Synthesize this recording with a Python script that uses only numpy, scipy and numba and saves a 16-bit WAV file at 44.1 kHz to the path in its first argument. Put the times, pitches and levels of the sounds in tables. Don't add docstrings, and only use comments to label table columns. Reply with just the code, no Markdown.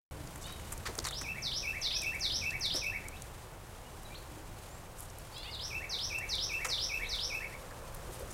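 import sys
import numpy as np
from scipy import signal
from scipy.fft import rfft, irfft, next_fast_len
from scipy.io import wavfile
from scipy.ndimage import uniform_filter1d
from numba import njit

SR = 44100
rng = np.random.default_rng(int(sys.argv[2]) if len(sys.argv) > 2 else 0)


def amplitude_ratio(level_db):
    exponent = np.asarray(level_db, float) / 20
    return 10 ** exponent


def transcribe(signal):
    frames = np.atleast_2d(signal).T
    limited = np.clip(frames, -1, 1)
    pcm = np.round(limited * 32767).astype(np.int16)
    wavfile.write(sys.argv[1], SR, pcm)


N = 367353
TIME = np.arange(N) / SR


def unit(x):
    return x / np.sqrt(np.mean(x ** 2))


def noise(colour):
    hz, db = np.transpose(colour)
    size = next_fast_len(N)
    f = np.arange(size // 2 + 1) * SR / size + 1
    gain = amplitude_ratio(np.interp(np.log(f), np.log(hz), db))
    spectrum = rfft(rng.standard_normal(size)) * gain
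    return unit(irfft(spectrum, size)[:N])


def walk(rate):
    hold = int(SR / rate)
    steps = np.repeat(rng.standard_normal(N // hold + 1), hold)
    smooth = uniform_filter1d(uniform_filter1d(steps, hold), hold)
    return 1.3 * smooth[:N]


@njit
def band(x, hz, width):
    y, b, l = np.empty(len(x)), 0., 0.
    g, k = np.tan(np.pi * hz / SR), width / hz
    for i in range(len(x)):
        v = (b + g * (x[i] - l)) / (1 + g * (g + k))
        b, l, y[i] = 2 * v - b, l + 2 * g * v, k * v
    return y


def hump(t, length):
    tau = max(length, .0006) / 1.85
    return t / tau * np.exp(1 - t / tau)


def add(out, note, partials, skip_s=0., fade_s=0.0017):
    s, *columns = np.transpose(note)
    a, b = int((s[0] + max(skip_s, 0)) * SR), int(s[-1] * SR)
    t = TIME[a:b]
    f, db = (np.interp(t, s, c) for c in columns)
    phase = 2 * np.pi * (np.cumsum(f) / SR + rng.random())
    fade = np.clip(np.minimum(t - t[0], t[-1] - t) / fade_s, 0, 1)
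    tone = 0
    for k in range(1, 10):
        audible = k * f < .45 * SR
        tone = tone + partials(k, f) * audible * np.sin(k * phase)
    out[a:b] += tone * fade * amplitude_ratio(db)


# (f/Hz, level/dB)
TRAFFIC_COLOUR = [(12, -40), (20, 3.5), (93, -6), (123, -5.5), (210, -19), (301, -16.5), (367, -12),
                  (399, -14.5), (780, -13), (1260, -22), (1400, -20), (1660, -22), (4810, -33), (7520, -32),
                  (16000, -36.5)]
# (t/s of the middle, level/dB)
GUSTS = [(.84, -51), (1.9, -60), (4.8, -62), (6.32, -56), (7.1, -51), (8.13, -57)]
# (t/s, level/dB)
ENGINE = [(.3, -49.5), (1.4, -50), (1.9, -54), (2.4, -48.5), (3.7, -54.5), (5.2, -53.5), (6.0, -54),
          (7.05, -57.5), (7.7, -54), (8.33, -49.5)]
# (t/s, level/dB added to the tyre roar; the drone follows it more strongly)
CARS = [(.3, -3), (2.2, -3.5), (5.0, -3.5), (5.7, -0.7), (6.2, -0.5), (7.9, 2), (8.33, 0.5)]
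TRAFFIC_DB, CALM_DB, GUST_S = -49, -62, 0.25
DRONE_DB, DRONE_HZ, DRONE_WIDTH_HZ = -58.5, 516, 123
DRONE_SHARE = 1.6
TYRES_DB = -57


def background():
    traffic = noise(TRAFFIC_COLOUR) * amplitude_ratio(TRAFFIC_DB + .6 * walk(1.5))

    gusts = amplitude_ratio(CALM_DB) + sum(amplitude_ratio(db) * np.exp(-((TIME - s) / GUST_S) ** 2) for s, db in GUSTS)
    wind = noise([(12, -1), (22, 6.0), (45, 11), (90, -3.5), (300, -69)]) * gusts

    engine_db = np.interp(TIME, *np.transpose(ENGINE))
    near_db = np.interp(TIME, *np.transpose(CARS))
    passing = [(DRONE_DB + DRONE_SHARE * near_db, DRONE_HZ, DRONE_WIDTH_HZ),
               (engine_db, 75, 110),
               (TYRES_DB + near_db, 1020, 600)]
    white = rng.standard_normal(N)
    swells = np.zeros(N)
    for db, hz, width in passing:
        swells += unit(band(band(white, hz, width), hz, width)) * amplitude_ratio(db)
    return traffic + wind + swells


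# (t/s, level/dB)
RUSTLE = [(.3, -56), (.6, -55), (1.06, -53.5), (1.25, -58), (2.0, -55), (2.4, -55.5), (3.2, -59.5),
          (6.0, -58), (7.16, -54.5), (7.8, -58.5), (8.13, -54), (8.33, -57)]
# (f/Hz, level/dB)
RUSTLE_COLOUR = [(1000, 0.5), (2500, 2.5), (5000, 0), (9000, 1), (13000, -5), (16000, -14)]


def rustle():
    t, db = np.transpose(RUSTLE)
    uneven_db = 1.8 * walk(150) + 1.4 * walk(30)
    grains = unit(noise(RUSTLE_COLOUR) * amplitude_ratio(uneven_db))
    return grains * amplitude_ratio(np.interp(TIME, t, db))


# (t/s, level/dB, f/Hz, length/s)
BUMPS = [(0.111, -56.5, 297, 0.28), (0.882, -42, 390, 0.021), (0.979, -42.5, 357, 0.02),
         (1.213, -51, 293, 0.021), (2.741, -40.5, 370, 0.016), (2.761, -48, 537, 0.026),
         (4.274, -54.5, 315, 0.1), (6.65, -48, 490, 0.038), (7.708, -49, 1594, .012),
         (8.086, -44, 455, 0.021), (8.2, -45, 474, 0.035)]


def bumps():
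    out = np.zeros(N)
    t = TIME[:int(.9 * SR)]
    grains = rng.standard_normal((len(BUMPS), len(t)))
    for (s, db, hz, length), grain in zip(BUMPS, grains):
        width = 5.3 / length
        ring = unit(band(band(grain, hz, width), hz, width)) * hump(t, length)
        a = int(s * SR)
        out[a:a + len(t)] += amplitude_ratio(db) * ring[:N - a]
    return out


# (t/s, leaf level/dB, leaf f/Hz, knock level/dB, length/s)
TICKS = [(.271, -47, 6370, -65, 0.0032), (0.357, -44.5, 8000, -45, 0.0031), (.377, -50, 9500, -58, .0023),
         (0.41, -49, 6800, -63, 0.025), (0.463, -49, 8550, -56, 0.0063), (0.469, -59, 4600, -49, 0.029),
         (.521, -47, 9500, -54, 0.0037), (0.597, -58, 7000, -49, .0046), (.72, -38, 8200, -45, 0.0091),
         (.777, -44, 8300, -62, 0.003), (0.853, -46, 4100, -38, 0.025), (0.953, -39, 7560, -44, .0014),
         (.978, -42, 8750, -62, 0.0036), (.987, -29, 4800, -35, 0.0025), (.998, -42, 4900, -65, 0.0044),
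         (1.041, -39.5, 5200, -42, 0.0045), (1.049, -36, 4500, -36, 0.0066), (1.063, -39, 7050, -37, 0.011),
         (1.085, -35.5, 5230, -62, 0.0032), (1.108, -45, 7000, -43.5, .0058),
         (1.212, -40, 5800, -39.5, 0.0048), (1.23, -52, 7600, -50, .0041), (1.982, -49, 9200, -62, .004),
         (2.016, -39.5, 7950, -55, .0048), (2.033, -42, 9430, -62, .002), (2.147, -47.5, 8200, -62, .004),
         (2.194, -46, 7200, -62, 0.0047), (2.506, -40, 4930, -66, 0.0028), (2.595, -50, 8500, -62, .004),
         (2.656, -47, 8200, -62, .005), (2.737, -46.5, 8500, -48, 0.029), (2.833, -51, 8800, -62, .008),
         (2.868, -52, 8600, -60, .0026), (3.083, -39, 8100, -62, 0.0027), (3.22, -40, 7560, -64, 0.0023),
         (4.032, -52, 7860, -60, .0034), (4.971, -51, 8900, -65, 0.053), (5.004, -40, 10600, -62, 0.0022),
         (5.098, -49, 6800, -67, .0033), (5.185, -43, 10000, -62, .0014), (5.38, -47, 8000, -65, .003),
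         (5.548, -53, 7200, -65, 0.0033), (6.183, -43, 7750, -52, 0.0068), (6.353, -39, 7800, -64, 0.0015),
         (6.646, -37.5, 5950, -31, 0.0075), (6.651, -46, 6200, -45, 0.035), (6.697, -53, 7450, -45, .0058),
         (7.708, -55, 4480, -56, 0.0036), (7.945, -45, 10700, -68, 0.0045),
         (8.108, -53.5, 9500, -71, 0.036), (8.189, -50.5, 9900, -58, .007), (8.302, -48, 7600, -60, 0.014)]
# (f/Hz, width/Hz, level/dB)
BASKET = [(1246, 350, 5), (1870, 1000, 3)]
CRACKLE_DB = 3
LEAF_WIDTH, LEAF_WIDTH_PER_S = 0.59, 140


def ticks():
    out = np.zeros(N)
    t = TIME[:int(.12 * SR)]
    crackle = amplitude_ratio(CRACKLE_DB * walk(500))
    grains = rng.standard_normal((len(TICKS), len(t)))
    for (s, leaf_db, hz, knock_db, length), grain in zip(TICKS, grains):
        shape = hump(t, length)
        a = int(s * SR)
        burst = grain * shape * np.resize(crackle[a:], len(t))
        width = hz * min(LEAF_WIDTH + LEAF_WIDTH_PER_S * length, 1)
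        leaf = band(band(burst, hz, width), hz, width)
        knock = sum(amplitude_ratio(db) * band(burst, f, w) for f, w, db in BASKET)
        touch = amplitude_ratio(leaf_db) * unit(leaf) + amplitude_ratio(knock_db) * unit(knock)
        touch = touch * np.sqrt(np.mean(shape ** 2))
        out[a:a + len(t)] += touch[:N - a]
    return out


# (delay t/s, level/dB)
ECHOES = [(.004, -14), (.012, -13), (.022, -8), (.035, -15)]
# (f/Hz, level/dB)
TREES_COLOUR = [(1000, 5.5), (2500, -5), (3600, -1), (5500, 3), (6500, -3.5), (11000, 4), (16000, 1)]
TREES_DB, TREES_T60_S = 2.5, 0.43
SMEAR_S = .004
FAR_WALL_S, FAR_WALL_DB, FAR_WALL_HZ, FAR_WALL_WIDTH_HZ = .105, -8, 1950, 1500
FAR_WALL_SCATTER_DB = -4


def garden(x):
    t = TIME[:int(.7 * SR)]
    tail = noise(TREES_COLOUR)[:len(t)] * amplitude_ratio(-60 * t / TREES_T60_S) * np.clip(t / 0.0055, 0, 1)
    response = amplitude_ratio(TREES_DB) * tail / np.sqrt(np.sum(tail ** 2))
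    for delay, db in ECHOES:
        rough = unit(rng.standard_normal(int(SMEAR_S * SR)))
        response[int(delay * SR):][:len(rough)] += amplitude_ratio(db) * rough / np.sqrt(len(rough))

    near = amplitude_ratio(FAR_WALL_SCATTER_DB) * response
    near[0] = 1
    dull = band(band(near, FAR_WALL_HZ, FAR_WALL_WIDTH_HZ), FAR_WALL_HZ, FAR_WALL_WIDTH_HZ)
    lag = int(FAR_WALL_S * SR)
    response[lag:] += amplitude_ratio(FAR_WALL_DB) * dull[:-lag]
    return signal.fftconvolve(x, response)[:N]


def call(s, length, first_hz, last_hz, db, bend, peak_at, edge_db, waver=0.):
    u = np.linspace(0, 1, 13)
    places = [0, peak_at, 1]
    hz = first_hz + (last_hz - first_hz) * np.interp(u, places, [0, bend, 1])
    hz = hz * (1 + waver * rng.standard_normal(len(u)))
    level_db = db + np.interp(u, places, [edge_db[0], 0, edge_db[1]])
    return np.transpose([s + length * u, hz, level_db])


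# (t/s, length/s, first f/Hz, last f/Hz, level/dB)
NASAL = [(0.437, 0.106, 715, 786, -52), (.59, .05, 740, 716, -58), (1.822, 0.064, 618, 796, -47),
         (1.905, 0.073, 610, 862, -43), (5.342, .12, 609, 740, -48.5), (5.428, 0.078, 545, 733, -50)]
# (f/Hz, share of the glide done at the peak, peak place 0-1)
NASAL_THROATS = [(3570, .5, .25), (2880, .9, .62)]
# (t/s, length/s, first f/Hz, last f/Hz, level/dB)
THIN_TONES = [(3.119, .042, 2190, 2690, -49.5), (3.158, 0.022, 2610, 4100, -51.5),
              (3.85, .028, 2810, 2930, -56), (4.051, 0.018, 4000, 3870, -50.5),
              (4.103, 0.035, 2260, 2420, -50.5), (4.142, .023, 2410, 4570, -45.5),
              (4.69, 0.094, 6800, 7700, -59), (5.322, 0.062, 4320, 5200, -52),
              (5.42, 0.028, 3940, 4700, -46), (7.025, .048, 3150, 4400, -50),
              (7.045, 0.044, 2950, 4100, -44)]
THROAT_WIDTH_HZ, NASAL_FLUTTER_DB = 890, 4.5
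NASAL_WAVER = .02
NASAL_EDGE_DB = (-1.5, -4.5)
THIN_BEND, THIN_PEAK_AT, THIN_EDGE_DB = .78, .55, -5


def other_birds():
    buzz, thin = np.zeros(N), np.zeros(N)
    throats = np.resize(NASAL_THROATS, (len(NASAL), 3))
    for row, (throat, bend, peak_at) in zip(NASAL, throats):
        nasal = call(*row, bend, peak_at, NASAL_EDGE_DB, NASAL_WAVER)
        add(buzz, nasal, lambda k, f: np.exp(-((k * f - throat) / THROAT_WIDTH_HZ) ** 2), fade_s=0.0033)
    for row in THIN_TONES:
        glide = call(*row, THIN_BEND, THIN_PEAK_AT, (THIN_EDGE_DB, THIN_EDGE_DB))
        add(thin, glide, lambda k, f: k == 1)
    return buzz * amplitude_ratio(NASAL_FLUTTER_DB * walk(160)) + thin


# (t/s after its start, f/Hz, level/dB)
NOTES = [
    [(.004, 6530, -26), (.009, 6233, -5.5), (.015, 5540, -3), (.022, 4985, -4.5), (.03, 4650, -5),
     (.05, 3900, 0.5), (.064, 3580, 0.5), (.072, 3390, -1)],
    [(.101, 2842, -2), (.112, 3654, 2.5), (.122, 4850, -5.5), (.138, 5034, -4.5), (.148, 5400, -0.5),
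     (.158, 5630, -0.5), (.172, 6280, -4.5)],
    [(.213, 2669, -7.5), (.228, 2390, -2), (.243, 2204, -4.5), (.254, 2401, -3), (.264, 2602, 5),
     (.275, 2659, 2.5), (.285, 2627, -6.5), (.296, 2704, -5.5), (.306, 2710, -13)],
    [(.315, 1706, -11), (.33, 1887, -8), (.342, 2206, -5), (.352, 2290, -6), (.36, 2284, 6)],
]
# (level/dB, share of the syllable's effort it follows)
NOTE_EFFORT = [(-31.5, .99), (-33.5, 0.58), (-34.6, .36), (-34.5, 0.33)]
# (start t/s, stretch factor, effort level/dB, late start of the first note t/s)
SYLLABLES = [(1.018, 1.03, -12.5, 0.029), (1.414, 1.0, -3.5, .001), (1.807, 0.99, -0.9, 0.00098),
             (2.199, 1.002, -0.2, 0.00093), (2.6, 1.014, -0.6, 0.0012), (5.492, 0.99, -11, 0.015),
             (5.886, 1.001, -4, 0.0011), (6.283, 0.98, -1.8, .001), (6.678, 1.005, -1, 0.0011),
             (7.082, 1.02, -3.5, 0.0015)]
OVERTONES_DB = [-24, -31, -45, -25]
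BEAK_HZ, BEAK_WIDTH_HZ = 11200, 4400


def wren():
    out = np.zeros(N)
    gains = np.r_[1, amplitude_ratio(np.array(OVERTONES_DB)), np.zeros(4)]

    def partials(k, f):
        if k == 1:
            return 1
        return gains[k - 1] * np.exp(-((k * f - BEAK_HZ) / BEAK_WIDTH_HZ) ** 2)

    chances = rng.standard_normal(len(SYLLABLES))
    for (start, stretch, effort_db, skip), chance in zip(SYLLABLES, chances):
        pitch = 1 + 0.0077 * chance
        for note, (db, share), late in zip(NOTES, NOTE_EFFORT, (skip, 0, 0, 0)):
            sung = np.array(note) * [stretch, pitch, 1] + [start, 0, db + share * effort_db]
            add(out, sung, partials, late)
    return out


NASAL_WET_DB = -3.5


def scene():
    song, others = wren(), other_birds()
    birds = song + others + garden(song + amplitude_ratio(NASAL_WET_DB) * others)
    mix = birds + ticks() + bumps() + rustle() + background()
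    return mix[None]


def band_limit(x):
    return signal.sosfilt(signal.butter(12, 16230, fs=SR, output="sos"), x)


START_S, BEFORE_START_DB, TOP_HZ = 0.11, -58, 15850


def record(dry):
    opened = dry * np.where(TIME < START_S, amplitude_ratio(BEFORE_START_DB), 1)
    low_pass = signal.ellip(10, .2, 70, TOP_HZ, fs=SR, output="sos")
    cut = signal.sosfilt(low_pass, opened)
    return band_limit(cut)


dry = scene()
out = record(dry)
transcribe(out)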